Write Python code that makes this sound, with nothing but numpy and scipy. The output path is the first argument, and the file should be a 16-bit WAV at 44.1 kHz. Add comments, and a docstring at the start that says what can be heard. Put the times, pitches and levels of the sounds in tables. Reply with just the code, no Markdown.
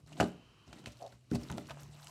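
"""Knocks, scrapes, snaps and crinkles: hands turn a shrink-wrapped plastic case over a desk in a small room.
Short pushes ring the desk and the case, random slips make the dragging, and noise bursts make the snaps.
Many tiny ringing creases make the crinkle. A sine makes the distant motor tone, and filtered noise makes
the narrow hiss, the room tone and the microphone noise. A close laptop microphone trims bass and treble."""
import sys
import numpy as np
from scipy import signal
from scipy.fft import rfft, irfft
from scipy.io import wavfile
from scipy.ndimage import uniform_filter1d

SR = 44100
rng = np.random.default_rng(int(sys.argv[2]) if len(sys.argv) > 2 else 0)


def wrap_up_sound(samples):
    """Save the sound to the file named by the first command line argument, as 16-bit audio."""
    columns = np.atleast_2d(samples).T
    # keep every value between -1 and 1, then stretch to whole-number steps
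    tamed = np.clip(columns, -1, 1)
    steps = np.round(tamed * 32767).astype(np.int16)
    wavfile.write(sys.argv[1], SR, steps)


N = 92610
T = np.arange(N) / SR

# the ways the plastic case can ring: (frequency [Hz], level [dB], time to fade by 60 dB [s])
CASE_MODES = [(587, -3, 0.3), (660.3, 7, 0.078), (718.4, 12, 0.04), (819, 9.5, 0.033), (930.5, 0, 0.045),
              (1188, -8, 0.24), (1241, -4, 0.079), (1448, -23, 0.127), (1500, -15.5, 0.15),
              (1862, -33.5, 0.074)]


def undb(db):
    """Turn decibels into a plain gain."""
    return 10 ** (np.asarray(db) / 20)


def curve(rows, column=1):
    """Join the points of one table column with straight lines over time."""
    rows = np.array(rows, float)
    return np.interp(T, rows[:, 0], rows[:, column])


def unit(x):
    """Scale a sound to an average (RMS) level of 1."""
    return x / np.sqrt(np.mean(x ** 2))


def fade(t60, size):
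    """Die away steadily, losing 60 dB in t60 seconds."""
    return np.exp(-np.log(1000) * np.arange(size) / SR / t60)


def colour(x, points):
    """Shape a spectrum by (frequency [Hz], gain [dB]) points, joined on a log frequency scale."""
    points = np.array(points, float)
    hz = np.maximum(np.arange(N // 2 + 1) * SR / N, 1)
    gain_db = np.interp(np.log(hz), np.log(points[:, 0]), points[:, 1])
    return irfft(rfft(x) * undb(gain_db), N)


def band(x, hz, width):
    """Keep the sound around one frequency, as a resonance does; width is in Hz."""
    sharpness = max(hz / width, .3)
    return signal.lfilter(*signal.iirpeak(min(hz, SR / 2.3), sharpness, fs=SR), x)


def walk(rate):
    """Wander slowly at random, with about `rate` new values per second and a spread of 1."""
    hold = int(SR / rate)
    steps = np.repeat(rng.standard_normal(N // hold + 1), hold)
    return unit(uniform_filter1d(steps, hold)[:N])


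def ring(force, modes, rise=0.013):
    """A pushed body rings in decaying modes that swell over `rise` cycles; a unit push peaks near 1."""
    t = T[:SR // 2]
    body = np.zeros(len(t))
    for hz, db, t60 in modes:
        swell = 1 - np.exp(-t * hz / rise)
        body += undb(db) * fade(t60, len(t)) * swell * np.sin(2 * np.pi * hz * t)
    return signal.fftconvolve(force, body / np.abs(body).max())[:N]


def slips(rate, spread_db):
    """Surfaces that stick and slip give sparse random impulses of very uneven size."""
    chance, side, size = rng.random((N, 3)).T
    happens = chance < rate / SR
    return happens * np.sign(side - .5) * undb(-spread_db * np.log(size + 0.0021))


def bursts(rows, width):
    """Each sudden release is a dying noise burst about its own centre, with a narrow ring and a tick."""
    size = 4096
    out = np.zeros(N + size)
    for (s, db, hz, ms), noise in zip(rows, rng.standard_normal((len(rows), size))):
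        shape = fade(max(ms, 2) / 1000, size)
        broad = band(band(noise * shape, hz, hz * width), hz, hz * 2)
        narrow = undb(4) * 2 * band(noise * shape, hz, hz / 6)
        # a bright tick, gone in about 3 ms and weaker for bursts centred below 4 kHz
        tick = undb(-2.5) * noise * fade(0.0032, size) * min(hz / 4000, 1)
        burst = broad + narrow + tick
        # even out the strength, so that the table alone sets how loud each burst is
        burst = burst / np.sqrt(np.sum(burst ** 2) / np.sum(shape ** 2)) / 2
        start = int(s * SR)
        out[start:start + size] += undb(db) * burst
    return out[:N]


def knocks():
    """Each knock is a short, smooth push that makes the desk top and the case ring together."""
    # knocks: (start [s], push on desk [dB], push on case [dB], contact time [ms])
    knock_rows = [(.063, -58, -55, 0.9), (0.12, -49, -44, 0.33), (0.2013, -23, -14.5, 0.13),
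                  (0.2023, -37.5, -36, 0.98), (0.2117, -26.5, -9.5, 1.42), (0.227, -24.5, -19, 0.27),
                  (.675, -50.5, -49, 0.89), (0.728, -50.5, -38.5, 1.2), (0.762, -52.5, -74, 3.06),
                  (0.842, -50, -49, 0.73), (.872, -46.5, -25.5, 2.13), (1.126, -55, -39.5, 2.1),
                  (1.315, -20, -54, 2), (1.345, -29, -22, 2.08), (1.356, -63, -26, 1.38),
                  (1.428, -43.5, -60, 0.54), (1.497, -37.5, -37, 1.03), (1.514, -29.5, -42, 3.9),
                  (1.58, -35.5, -24.5, 1.2), (1.6, -47.5, -65, 0.39), (1.614, -55, -58, 2.5),
                  (1.695, -54.5, -46, 0.36), (1.707, -69, -38.5, 0.14), (1.77, -63.5, -38.5, 1.43),
                  (1.83, -58.5, -49, 1.5), (1.871, -54, -66, 7.2), (1.947, -57, -49.5, 1),
                  (2.043, -65.5, -72, 0.6), (2.07, -68, -72, 0.17)]
    # the ways the desk top can ring: (frequency [Hz], level [dB], time to fade by 60 dB [s])
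    desk_modes = [(142, -7, 0.23), (181.1, -2, 0.27), (210.8, -6.5, 0.23), (237.7, 1, 0.23),
                  (292, -1.5, 0.15), (311.2, -5, 0.19), (399, -5, 0.16), (445, -7.5, 0.12)]
    desk_force, case_force = np.zeros(N), np.zeros(N)
    for s, desk_db, case_db, ms in knock_rows:
        ramp = np.clip(1 - np.abs(2 * (T - s) / (ms / 1000) - 1), 0, 1)
        push = np.sin(np.pi / 2 * ramp) ** 2  # rounds the triangle into a raised cosine
        push = push / push.sum()
        desk_force += undb(desk_db) * push
        case_force += undb(case_db) * push
    # a desk mode takes about 0.41 cycles to swell, so the bass comes late
    return ring(desk_force, desk_modes, rise=0.41) + ring(case_force, CASE_MODES)


def dragging():
    """The case sticks and slips along the desk; the slips ring its three lowest modes."""
    # dragging loudness: (time [s], level [dB])
    drag_level = [(.99, -73), (1.004, -53), (1.018, -51.5), (1.03, -45), (1.05, -50), (1.07, -50.5),
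                  (1.095, -76)]
    slips_per_s = 500
    scrape = ring(slips(slips_per_s, spread_db=3), CASE_MODES[:3])
    scrape = unit(band(scrape, 563, width=500))
    moving = (T > drag_level[0][0]) * (T < drag_level[-1][0])
    return scrape * undb(curve(drag_level)) * moving


def snaps():
    """The film snaps in lone, wide noise bursts."""
    # snaps: (start [s], level [dB], centre [Hz], time to fade by 60 dB [ms])
    snap_rows = [(0.0623, -58, 4280, 26), (0.0718, -56.5, 4200, 35), (0.1196, -58, 2530, 27),
                 (0.1263, -46, 2780, 60), (0.2055, -23.5, 2880, 47), (0.2064, -59, 2910, 10),
                 (0.2293, -34.5, 3960, 20), (0.241, -38, 3710, 24), (0.7284, -44.5, 2780, 60),
                 (0.84, -53.5, 2960, 40), (0.8593, -31.5, 2630, 19.2), (0.9193, -50.5, 5760, 60),
                 (0.9704, -51, 4400, 16), (0.9896, -57, 3300, 22), (1.0103, -53, 2960, 42),
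                 (1.0256, -47.5, 4300, 29), (1.064, -45, 3600, 19), (1.0778, -46.5, 4270, 8.9),
                 (1.1218, -54, 4160, 40), (1.3021, -60, 3980, 45), (1.3134, -39, 3900, 11),
                 (1.3533, -34, 4600, 30), (1.433, -43.5, 5270, 38), (1.4861, -47, 3666, 12),
                 (1.5005, -38, 3170, 15), (1.5157, -32, 6800, 7), (1.5249, -35, 2900, 7.2),
                 (1.5524, -61, 3900, 17), (1.5745, -42.5, 4270, 17), (1.5815, -31.5, 3100, 6.7),
                 (1.6554, -53, 3082, 44), (1.67, -47, 4630, 20), (1.696, -41.5, 1900, 15),
                 (1.7067, -39.5, 2750, 44), (1.8329, -39.5, 6600, 9.2), (1.9475, -73, 2673, 13.4),
                 (1.9714, -71, 2800, 11.4), (2.0006, -65, 2740, 17), (2.045, -57, 3840, 13),
                 (2.071, -34, 3000, 6.7)]
    return bursts(snap_rows, width=3.08)  # band width divided by centre


def crackles():
    """Stiff folds and the case lid crackle in narrow noise bursts with a clearer pitch than the snaps."""
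    # crackles: (start [s], level [dB], centre [Hz], time to fade by 60 dB [ms])
    crackle_rows = [(.2, -22, 1300, 55), (.203, -26, 380, 150), (.213, -38.5, 1550, 170),
                    (.2003, -37, 4240, 16), (.7285, -44.5, 1390, 24), (.84, -52, 1510, 28),
                    (.8598, -43.5, 2660, 6.6), (.8598, -44, 7100, 9.1), (1.125, -53, 1590, 42),
                    (1.315, -38.5, 1420, 22), (1.358, -39.5, 1400, 16), (1.499, -38.5, 1280, 34),
                    (1.501, -36, 870, 82), (1.527, -44, 1460, 14), (1.582, -35.5, 1390, 18.4),
                    (1.688, -41, 1080, 18), (1.697, -37.5, 1850, 22), (1.707, -37.5, 1110, 42),
                    (1.7, -40, 620, 98), (1.713, -38, 970, 34), (1.72, -54, 1850, 8.3),
                    (1.745, -53, 1505, 23), (1.772, -41.5, 934.5, 12), (1.8, -55, 4400, 15),
                    (1.947, -65.5, 1110, 60), (2.0, -48.5, 1360, 12), (2.018, -71, 1490, 5.3),
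                    (2.043, -60, 980, 42), (2.045, -42.5, 10600, 11), (2.082, -44, 5105, 17),
                    (1.018, -48.5, 9980, 10), (1.678, -47, 9450, 8), (1.575, -44.5, 9600, 10.8),
                    (2.07, -47.5, 1250, 18)]
    return bursts(crackle_rows, width=0.37)  # band width divided by centre


def crinkle():
    """Between the snaps the film folds in a dense shower of tiny creases, ringing at ten pitches."""
    # crinkle loudness: (time [s], level [dB])
    crinkle_level = [(0, -69), (.06, -100), (.075, -65.5), (.14, -66), (.17, -56), (.195, -55), (.205, -55),
                     (.285, -57), (.3, -64), (.38, -83), (.5, -103), (.66, -76), (.68, -67), (.8, -63.5),
                     (.85, -74.5), (.87, -53), (.94, -70.5), (.96, -67), (1.08, -65), (1.15, -68),
                     (1.18, -78), (1.295, -83), (1.31, -58.5), (1.34, -52.5), (1.355, -46.5), (1.38, -64),
                     (1.42, -55.5), (1.44, -60), (1.47, -60.5), (1.52, -59.5), (1.56, -62.5), (1.6, -59.5),
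                     (1.64, -66), (1.7, -61), (1.74, -66.5), (1.82, -61.5), (1.87, -69), (2., -59.5),
                     (2.06, -60.5), (2.1, -57.5)]
    # balance of the crinkle: (frequency [Hz], relative level [dB])
    crinkle_colour = [(300, -13), (700, 6.5), (1500, -1.5), (3000, -2.5), (5500, -5), (8000, -5.5),
                      (11000, -13), (16000, 3)]
    creases_per_s, spread_db = 6900, 2.5
    shower = np.zeros(N)
    for hz in 500 * 2 ** np.arange(0, 5, .5):  # ten pitches, half an octave apart
        creases = slips(creases_per_s / 10, spread_db) * undb(2.5 * walk(50))
        width = hz * 0.39
        ringing = unit(band(band(creases, hz, width), hz, width))
        shower += np.sqrt(hz) * ringing  # higher bands are wider, so they need more power
    flicker_db = 1.5 * walk(40)
    return unit(colour(shower, crinkle_colour)) * undb(curve(crinkle_level) + flicker_db)


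def rumble():
    """Hands shifting on the desk push it in small random slips, heard as a dull grainy rumble."""
    # rumble loudness: (time [s], level [dB])
    rumble_level = [(0, -67), (.08, -68.5), (.19, -48.5), (.35, -55.5), (.5, -74), (.66, -73.5), (.7, -61),
                    (.8, -57.5), (.95, -69), (1.13, -69), (1.2, -78.5), (1.3, -73), (1.4, -60), (1.55, -46),
                    (1.65, -59.5), (1.8, -66.5), (1.9, -61.5), (1.95, -83), (2.1, -69)]
    # balance of the rumble: (frequency [Hz], relative level [dB])
    rumble_colour = [(60, -7.5), (140, 0), (240, 2.5), (350, -3.5), (500, -9.5), (900, -21.5), (2000, -49)]
    grains = slips(300, spread_db=0.83)
    return unit(colour(grains, rumble_colour)) * undb(curve(rumble_level))


def room(x):
    """Echoes off the walls blur into a noise-like tail whose treble dies sooner than its bass."""
    size = SR // 2
    split_hz, bass_t60_s, treble_t60_s = 2440, 0.36, 0.25
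    low_pass = signal.butter(1, split_hz, "low", fs=SR, output="sos")
    high_pass = signal.butter(1, split_hz, "high", fs=SR, output="sos")
    bass = signal.sosfilt(low_pass, rng.standard_normal(size)) * fade(bass_t60_s, size)
    treble = signal.sosfilt(high_pass, rng.standard_normal(size)) * fade(treble_t60_s, size)
    tail = undb(-2) * bass + treble
    # the echo is kept to sound above 450 Hz, so the bass stays dry
    tail = signal.sosfilt(signal.butter(2, 450, "high", fs=SR, output="sos"), tail)
    tail = tail / np.sqrt(np.sum(tail ** 2))
    tail = np.r_[np.zeros(150), tail]  # the tail starts 150 samples (3.4 ms) late
    return x + undb(-13) * signal.fftconvolve(x, tail)[:N]


def thuds():
    """Dull blows shake the desk frame, which rings only in a few low modes."""
    # thuds: (time [s], level [dB])
    thud_rows = [(0.032, -50.5), (0.091, -67), (0.206, -35.5), (0.677, -47.5), (0.871, -44.5), (1.127, -52),
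                 (1.315, -34.5), (1.35, -31.5), (1.499, -34), (1.522, -42), (1.599, -53), (1.7, -51),
                 (1.819, -47.5), (1.871, -47), (2.049, -55)]
    # the ways the desk frame can ring: (frequency [Hz], level [dB], time to fade by 60 dB [s])
    frame_modes = [(45.7, -9.5, 0.07), (67.6, 2.5, 0.14), (84.5, 2, 0.077), (111.3, 0.5, 0.11)]
    force = np.zeros(N)
    for s, db in thud_rows:
        force[int(s * SR)] += undb(db)
    return ring(force, frame_modes, rise=1.1)


def motor_tone():
    """A distant motor hums as one sine whose pitch drifts and whose loudness wavers."""
    # motor: (time [s], pitch [Hz], level [dB])
    motor_rows = [(0, 146, -64.5), (.05, 150.6, -64), (.18, 152.6, -50), (.4, 139.6, -90), (.55, 110, -73),
                  (.75, 116.3, -83), (1., 122, -62), (1.15, 120.7, -67.5), (1.3, 128.1, -64),
                  (1.5, 136, -56), (1.7, 140.7, -57), (1.9, 148.3, -54.5), (2.1, 145.8, -60)]
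    turns = np.cumsum(curve(motor_rows)) / SR
    tone = np.sqrt(2) * np.sin(2 * np.pi * turns)
    waver_db = 1.5 * walk(12.19)
    return tone * undb(curve(motor_rows, column=2) + waver_db)


def narrow_hiss():
    """Noise squeezed into three bands makes a hiss that swells and fades."""
    # shape of the hiss loudness, lowered by 2.5 dB below: (time [s], level [dB])
    hiss_level = [(0, -127), (.1, -81), (.3, -69.5), (.85, -71), (1.1, -88), (1.2, -94), (2.1, -105)]
    # bands of the hiss: (centre [Hz], width [Hz], relative level [dB])
    hiss_bands = [(1110, 900, -0.5), (2745, 680, -2), (3075, 190, -3)]
    hiss = np.zeros(N)
    for hz, width, db in hiss_bands:
        noise = rng.standard_normal(N)
        hiss += undb(db) * unit(band(band(noise, hz, width), hz, width))
    return hiss * undb(curve(hiss_level) - 2.5)


def room_tone():
    """Random noise shaped towards the bass makes the room's own background sound."""
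    # room tone loudness: (time [s], level [dB])
    tone_level = [(0, -69.5), (.3, -60.5), (1.1, -63.5), (1.2, -71), (1.29, -65), (1.35, -52.5),
                  (2.1, -66.5)]
    # balance of the room tone: (frequency [Hz], relative level [dB])
    tone_colour = [(15, -40), (25, 0), (53, 9), (72, -11), (105, 0.5), (242, -16.5), (451, -16), (936, -35),
                   (1160, -19.5), (1700, -34), (2990, -21.5), (3430, -42), (3820, -25), (6000, -32),
                   (9000, -43.5), (16000, -41)]
    return unit(colour(rng.standard_normal(N), tone_colour)) * undb(curve(tone_level))


def microphone_noise():
    """The microphone's own noise is a faint, steady, very wide band of hiss."""
    return unit(band(rng.standard_normal(N), 5000, width=9700)) * undb(-80)


def scene():
    """Put the handling sounds in the room, then add the thuds and the background without echo."""
    handling = knocks() + dragging() + snaps() + crackles() + crinkle() + rumble()
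    background = motor_tone() + narrow_hiss() + room_tone() + microphone_noise()
    mix = room(handling) + thuds() + background
    return mix[None]  # one channel


def record(dry):
    """The laptop microphone drops the lowest bass, dulls the treble and cuts the top."""
    low_cut_hz, treble_loss_hz, top_hz = 69, 10200, 16300
    x = signal.sosfilt(signal.butter(4, low_cut_hz, "high", fs=SR, output="sos"), dry)
    x = signal.sosfilt(signal.butter(2, treble_loss_hz, fs=SR, output="sos"), x)
    return signal.sosfilt(signal.ellip(10, .2, 70, top_hz, fs=SR, output="sos"), x)


dry = scene()
out = record(dry)
wrap_up_sound(out)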